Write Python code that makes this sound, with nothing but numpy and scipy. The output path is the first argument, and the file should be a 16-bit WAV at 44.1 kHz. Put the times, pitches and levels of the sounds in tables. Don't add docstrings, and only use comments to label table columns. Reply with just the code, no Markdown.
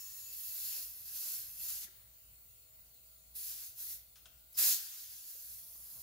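import sys
import numpy as np
from scipy import signal
from scipy.fft import rfft, irfft, next_fast_len
from scipy.io import wavfile
from scipy.ndimage import uniform_filter1d

SR = 44100
rng = np.random.default_rng(int(sys.argv[2]) if len(sys.argv) > 2 else 0)


def convert_level_to_amplitude(level_db):
    exponent = np.asarray(level_db, float) / 20
    return 10 ** exponent


def log_audio(samples):
    frames = np.atleast_2d(samples).T
    limited = np.clip(frames, -1, 1)
    pcm = np.round(limited * 32767).astype(np.int16)
    wavfile.write(sys.argv[1], SR, pcm)


N = 265658

# f/Hz, level/dB per Hz
RUMBLE_COLOUR = [(15, -27), (30, -7), (43, -18), (58, 5), (72, -5), (89, -3.5), (121, -4.5), (190, -17),
                 (390, -24), (920, -23.5), (1400, -21), (1750, -26.5), (2000, -18.5), (5000, -44)]
RUMBLE_DB, RUMBLE_SWELL_DB = -78, 1.4
# multiple of its turning speed, level/dB rms
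MOTOR_HUM = [(1, -78), (4, -99), (5, -99), (8, -96), (9, -93.5), (10, -102), (11, -90), (13, -96.5),
             (15, -104), (17, -106), (20, -103), (22, -97.5), (24, -96), (25, -100), (27, -103), (34, -99),
             (35, -97), (36, -100), (38, -100), (39, -99), (42, -102)]
MOTOR_HZ = 57.9
# f/Hz, time to fall 60 dB/s
SHOP_RING = [(300, 0.2), (800, 0.75), (1500, 1), (4000, 0.65), (8000, 0.33), (15000, 0.52)]
# f/Hz, level/dB per Hz
SEEP_COLOUR = [(1500, -45), (2700, -17), (3300, -19), (4250, -12), (5300, -20), (6400, -16), (7100, -10.5),
               (8150, -15), (8500, -17.5), (8900, -10), (9700, -8), (10400, -13), (13200, -8),
               (14600, -1.5)]
# seated t/s, lifted t/s, level/dB, sag/dB per s
SEATINGS = [
    (1.85, 3.4, -54.5, 1),
    (3.7, 4.62, -56, 0),
]
# t/s, level/dB, brightness f/Hz, time to fall 60 dB/s
CLICKS = [
    (1.968, -65, 6000, 0.04),
    (4.155, -55, 4530, 0.18),
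    (4.255, -46.5, 3300, 0.07),
    (4.38, -64, 10000, .015),
]
# f/Hz, width/Hz, level/dB
RIM_MODES = [(1400, 330, 2), (2670, 340, -0.5), (3500, 590, -1), (5300, 460, 0), (6650, 900, -2),
             (10500, 1000, -1)]
# t/s, peak level/dB, f/Hz, time to fall 60 dB/s
KNOCKS = [
    (1.848, -61.5, 191, 0.04),
    (1.883, -64.5, 364, 0.07),
    (4.258, -62.5, 680, 0.067),
    (5.35, -57, 515, 0.046),
]
# t/s, length/s, f/Hz, level/dB
SQUEAKS = [
    (1.862, 0.03, 1858, -64.5),
    (4.524, 0.013, 11330, -54),
    (4.538, 0.035, 5300, -54),
]
# t/s, level/dB
SLEEVE = [(5.4, -100), (5.6, -83), (5.75, -81.5), (5.9, -76), (6.02, -80)]
# f/Hz, width/Hz, level/dB at the start, time to fall 60 dB/s as the tire fills
STEM_TONES = [(1127, 12, -80, 2.5), (1852, 12, -80, 6), (2660, 10, -74, 8), (5420, 15, -56, .35),
              (6130, 15, -64, 2.5), (6927, 8, -53.5, 3.5), (7622, 12, -68, 20), (10890, 15, -60, 2),
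              (11715, 14, -57.5, 6), (15110, 20, -60, 2), (15633, 12, -53, 5)]
# f/Hz, level/dB per Hz
FIZZ_COLOUR = [(7000, -57), (8600, -13), (9800, -2), (10400, -0.5), (10800, 3), (11700, 2.5), (12400, 4),
               (13600, 4), (14500, 5.5), (15300, 4.5), (17000, -14.5)]
BODY_COLOUR = [(2000, -41.5), (2700, -19.5), (3300, -9), (4400, -5), (5000, -5), (5900, -2.5), (7200, -1),
               (8000, -6), (8600, -8.5), (10000, -17.5), (13000, -73)]
ROAR_COLOUR = [(120, -39), (250, -19.5), (400, -14.5), (700, -10.5), (1200, -8.5), (1450, -3.5),
               (2100, -2.5), (2800, -5.5), (3400, -17), (4500, -39), (7000, -82)]
BODY_DB, ROAR_DB = -8.5, -23.5
ROAR_GROWS = 1.2
# f/Hz, width/Hz, level/dB
HOLLOW_MODES = [(2660, 35, -9), (2710, 30, -13), (4370, 90, -7), (5450, 150, -14), (6930, 40, -9),
                (11700, 200, -1), (13500, 200, -3)]
# t/s, level/dB against the fizz
HOLLOW_BLOWN = [(0, -12.5), (.4, -15.5), (.8, -16.5), (1.4, -13.5), (1.6, -12), (1.9, -28), (6.02, -24.5)]
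# opens t/s, rise/s, hold/s, fizz level/dB, closing/dB per s
LIFTS = [(-.01, 0.012, 1.78, -52.5, 603), (.3, 0.037, .5, -49.5, 150), (0.298, 0.28, .19, -47, 145),
         (.69, .05, 0.07, -49, 150), (1.03, .04, 0.34, -51, 200), (1.088, 0.067, .2, -44.5, 120),
         (1.554, 0.049, 0.24, -46.5, 600), (1.676, .012, 0.017, -44.5, 150),
         (3.337, 0.024, 0.3, -50.5, 127), (3.345, 0.014, 0.15, -46.5, 110), (3.74, 0.062, 0.13, -45.5, 252),
         (4.53, 0.033, .02, -62, 202), (4.568, 0.022, 0.13, -24.5, 231), (4.606, .02, 0.32, -46, 13),
         (5.232, 0.055, 0.3, -51.5, 152), (5.3, 0.46, .5, -54.5, 100), (5.695, 0.2, .5, -58, 100)]
# t/s, level/dB
GAP_WIDTH = [(0, 2), (.3, -0.5), (.4, -2), (.8, 1), (.95, -2), (1.3, 1), (1.55, -2), (1.83, 3), (3.36, -3),
             (3.54, 2.5), (3.8, -1.5), (4.58, 1), (4.72, 4.5), (5.0, 4), (5.25, 0), (5.35, -0.5),
             (5.6, -2.5), (6.02, -3)]
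# f/Hz, likeness (1 = the same)
JET_ALIKE = [(60, 0.93), (180, 1), (550, 0.81), (1650, 0.54), (4970, 0.31), (15000, 0.053)]
# f/Hz, left minus right level/dB
PORT_LEAN = [(60, 1), (180, 7.5), (550, 0.5), (1650, 8), (4970, 6), (15000, -0.5)]


def unit(x):
    return x / np.sqrt(np.mean(x ** 2) + 1e-20)


def along(points, hz):
    f, values = np.transpose(points)
    return np.interp(np.log(hz + 1), np.log(f + 1), values)


def curve(rows):
    s, values = np.transpose(rows)
    return np.interp(np.arange(N) / SR, s, values)


def wobble(rate):
    knots = rng.standard_normal(int(N * rate / SR) + 2)
    return np.interp(np.arange(N) * rate / SR, np.arange(len(knots)), knots)


def filtered(x, response):
    size = 2 * next_fast_len(N // 2 + SR // 4)
    spectrum = rfft(x, size) * response(np.fft.rfftfreq(size, 1 / SR))
    return irfft(spectrum, size)[..., :N]


def colour(points):
    return lambda hz: convert_level_to_amplitude(along(points, hz))


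def modes(rows):
    def response(hz):
        total = 0
        for k, (centre, width, db) in enumerate(rows):
            loss = 1j * hz * width
            total = total + (-1) ** k * convert_level_to_amplitude(db) * loss / (centre * centre - hz * hz + loss)
        return total
    return response


def rush(responses, patchy_db, spit_db):
    spitting = rng.standard_normal((2, N)) * convert_level_to_amplitude(spit_db * wobble(900))
    z = signal.stft(spitting, nperseg=512)[2]
    patches = uniform_filter1d(rng.standard_normal(z.shape[1:]), size=4, axis=0)
    patches = uniform_filter1d(patches, size=14, axis=1)
    pair = signal.istft(z * convert_level_to_amplitude(patchy_db * unit(patches)), nperseg=512)[1][:, :N]
    return [unit(filtered(pair, response)) for response in responses]


def scattered(pair, alike, shared, t60, direct_db, ripple, lag_s):
    t = np.arange(SR // 4) / SR
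    paths = rng.standard_normal((2, len(t))) * convert_level_to_amplitude(-60 * t / t60)
    paths /= np.linalg.norm(paths[0])
    paths[:, 0] += convert_level_to_amplitude(direct_db)
    shared = np.clip(shared, 0, 1)
    sideways = shared * pair[0] + np.sqrt(1 - shared ** 2) * pair[1]

    def combing(hz):
        turn = np.arccos(np.clip(along(alike, hz), -1, 1)) / 2
        comb = rfft(paths, 2 * len(hz) - 2) / np.linalg.norm(paths[0])
        comb *= (np.abs(comb) + 1e-6) ** (ripple - 1)
        return comb * [np.cos(turn), 1j * np.sin(turn)]

    mid, side = filtered(np.array([pair[0], sideways]), combing)
    return np.array([np.roll(mid + side, round(lag_s * SR)), mid - side])


def shop(x):
    hz, t, z = signal.stft(rng.standard_normal((2, SR)), SR, nperseg=256)
    fading = convert_level_to_amplitude(-60 * t / along(SHOP_RING, hz)[:, None])
    tail = signal.istft(z * fading, SR, nperseg=256)[1]
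    tail /= np.linalg.norm(tail[0])
    delayed = np.pad(x, (300, 0))
    return signal.fftconvolve(delayed[None], tail, axes=1)[:, :N]


def background():
    turn = 2 * np.pi * np.cumsum(MOTOR_HZ + 0.048 * wobble(1.996)) / SR
    hum = np.zeros(N)
    for multiple, db in MOTOR_HUM:
        unsteady = convert_level_to_amplitude(db + 2.06 * wobble(7))
        hum += np.sqrt(2) * unsteady * np.sin(multiple * turn + rng.uniform(0, 2 * np.pi))
    swell = convert_level_to_amplitude(RUMBLE_DB + RUMBLE_SWELL_DB * wobble(6.5) + 5.0)
    rumble = swell * rush([colour(RUMBLE_COLOUR)], patchy_db=2.0, spit_db=0.5)[0]
    return scattered(convert_level_to_amplitude(1.5) * hum + rumble, [(60, 0.99), (200, 0.7), (1000, 0.55)],
                     shared=0.43, t60=0.26, direct_db=0, ripple=0.18, lag_s=0.00032)


def cloth():
    rubbing = rng.standard_normal(N) * convert_level_to_amplitude(4.0 * wobble(60))
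    return convert_level_to_amplitude(curve(SLEEVE)) * unit(filtered(rubbing, modes([(110, 116, 7), (1070, 440, 0)])))


def place(out, s, sound):
    out[round(s * SR):][:len(sound)] += sound


def knocks():
    out, t = np.zeros(N + SR), np.arange(SR // 5) / SR
    soft = 1 - np.exp(-t / 0.0038)
    for s, db, hz, t60 in KNOCKS:
        tones = np.sin(2 * np.pi * hz * t) + 0.59 * np.sin(2 * np.pi * 0.9 * hz * t)
        place(out, s, convert_level_to_amplitude(db - 60 * t / t60) * soft * tones)
    return out[:N]


def clicks():
    out, t = np.zeros(N + SR), np.arange(SR // 5) / SR
    hz = np.fft.rfftfreq(len(t), 1 / SR)
    for s, db, bright_hz, t60 in CLICKS:
        grit = rng.standard_normal(len(t)) * convert_level_to_amplitude(-60 * t / t60) * (1 - np.exp(-t / 0.0013))
        near = [(f, width, level - 4 * abs(np.log2(f / bright_hz))) for f, width, level in RIM_MODES]
        place(out, s, convert_level_to_amplitude(db + 5) * irfft(rfft(grit) * modes(near)(hz), len(t)))
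    return out[:N]


def squeaks():
    out, t = np.zeros(N + SR), np.arange(SR // 5) / SR
    for s, length, hz, db in SQUEAKS:
        swell = np.sin(np.pi * np.clip(t / length, 0, 1) ** 1.2)
        drift = np.cumsum(rng.standard_normal(len(t))) * 0.19
        place(out, s, convert_level_to_amplitude(db) * swell * np.sin(2 * np.pi * hz * t + drift))
    return out[:N]


def whistle():
    t = np.arange(2 * SR) / SR
    tones = np.zeros(len(t))
    for hz, width, db, t60 in STEM_TONES:
        drift = np.cumsum(rng.standard_normal(len(t))) * np.sqrt(2 * np.pi * width / SR)
        level = convert_level_to_amplitude(db - 60 * t / t60 + 2.1 * wobble(15)[:len(t)])
        tones += level * np.sin(2 * np.pi * hz * t + drift)
    flowing = np.clip((0.95 - t) / 0.15, 0, 1)
    return np.pad(tones * flowing, (0, N - len(t)))


def seep():
    now = np.arange(N) / SR
    level = np.zeros(N)
    for seated, lifted, db, sag_db in SEATINGS:
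        leaking = np.clip(np.minimum(now - seated, lifted - now) / 0.05, 0, 1)
        level += leaking * convert_level_to_amplitude(db - sag_db * (now - seated))
    return level * convert_level_to_amplitude(0.47 * wobble(4.9)) * rush([colour(SEEP_COLOUR)], patchy_db=-2.3, spit_db=0.0)[0]


def lift(now, opens, rise, hold, db, closing_db):
    opening = np.clip((now - opens) / rise, 0, 1) ** 1.29
    closing_s = np.clip(now - opens - rise - hold, 0, None)
    return (opening * convert_level_to_amplitude(db - closing_db * closing_s)) ** 2


def jet():
    now = np.arange(N) / SR
    flow = np.sqrt(sum(lift(now, *row) for row in LIFTS))
    gap_db = curve(GAP_WIDTH)
    blast_db = 3.5 * np.exp(-((now - 4.61) / 0.047) ** 2) - 5.5 * np.exp(-((now - 4.72) / 0.047) ** 2)
    hollow = modes(HOLLOW_MODES)
    responses = [colour(FIZZ_COLOUR), colour(BODY_COLOUR), colour(ROAR_COLOUR), lambda hz: np.abs(hollow(hz))]
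    fizz, body, roar, blown = rush(responses, patchy_db=1.5, spit_db=0.86)
    air = convert_level_to_amplitude(1.8) * fizz
    air = air + convert_level_to_amplitude(BODY_DB + gap_db + 1.61) * body
    air = air + convert_level_to_amplitude(ROAR_DB + ROAR_GROWS * gap_db + blast_db - 2.0) * roar
    air = air + convert_level_to_amplitude(curve(HOLLOW_BLOWN)) * blown
    return flow * convert_level_to_amplitude(0.62 * wobble(25)) * air


def scene():
    air = jet()
    metal = clicks() + knocks() + squeaks() + cloth() + whistle()
    wheel = scattered(air, JET_ALIKE, shared=0.5, t60=0.099, direct_db=3.5, ripple=0.61, lag_s=0)
    wheel = wheel * convert_level_to_amplitude([[-0.875], [0.875]])
    leak = scattered(seep(), [(2000, 0.14), (15000, 0.15)],
                     shared=0.23, t60=0.22, direct_db=-5.5, ripple=0.86, lag_s=0.00027)
    echo = convert_level_to_amplitude(-12.0) * shop(air[0] + convert_level_to_amplitude(8.5) * metal)
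    return wheel + leak + metal * convert_level_to_amplitude([[0.6], [-0.6]]) + echo + background()


def ducked(x):
    from_db, share, release_db_per_s = -37, 0.38, 12.5
    power = uniform_filter1d(np.mean(x ** 2, axis=0), size=600)
    level_db = 10 * np.log10(np.abs(power) + 1e-12)
    slope_db = release_db_per_s * np.arange(N) / SR
    held_db = np.maximum.accumulate(level_db + slope_db) - slope_db
    return x * convert_level_to_amplitude(-share * np.clip(held_db - from_db, 0, None))


def band_limit(x):
    return signal.sosfilt(signal.butter(12, 17070, fs=SR, output="sos"), x)


def record(dry):
    def port_response(hz):
        lean_db = np.outer([0.5, -0.5], along(PORT_LEAN, hz))
        return convert_level_to_amplitude(lean_db) * (hz < 15760)

    mix = filtered(ducked(dry), port_response)
    return band_limit(mix)


dry = scene()
out = record(dry)
log_audio(out)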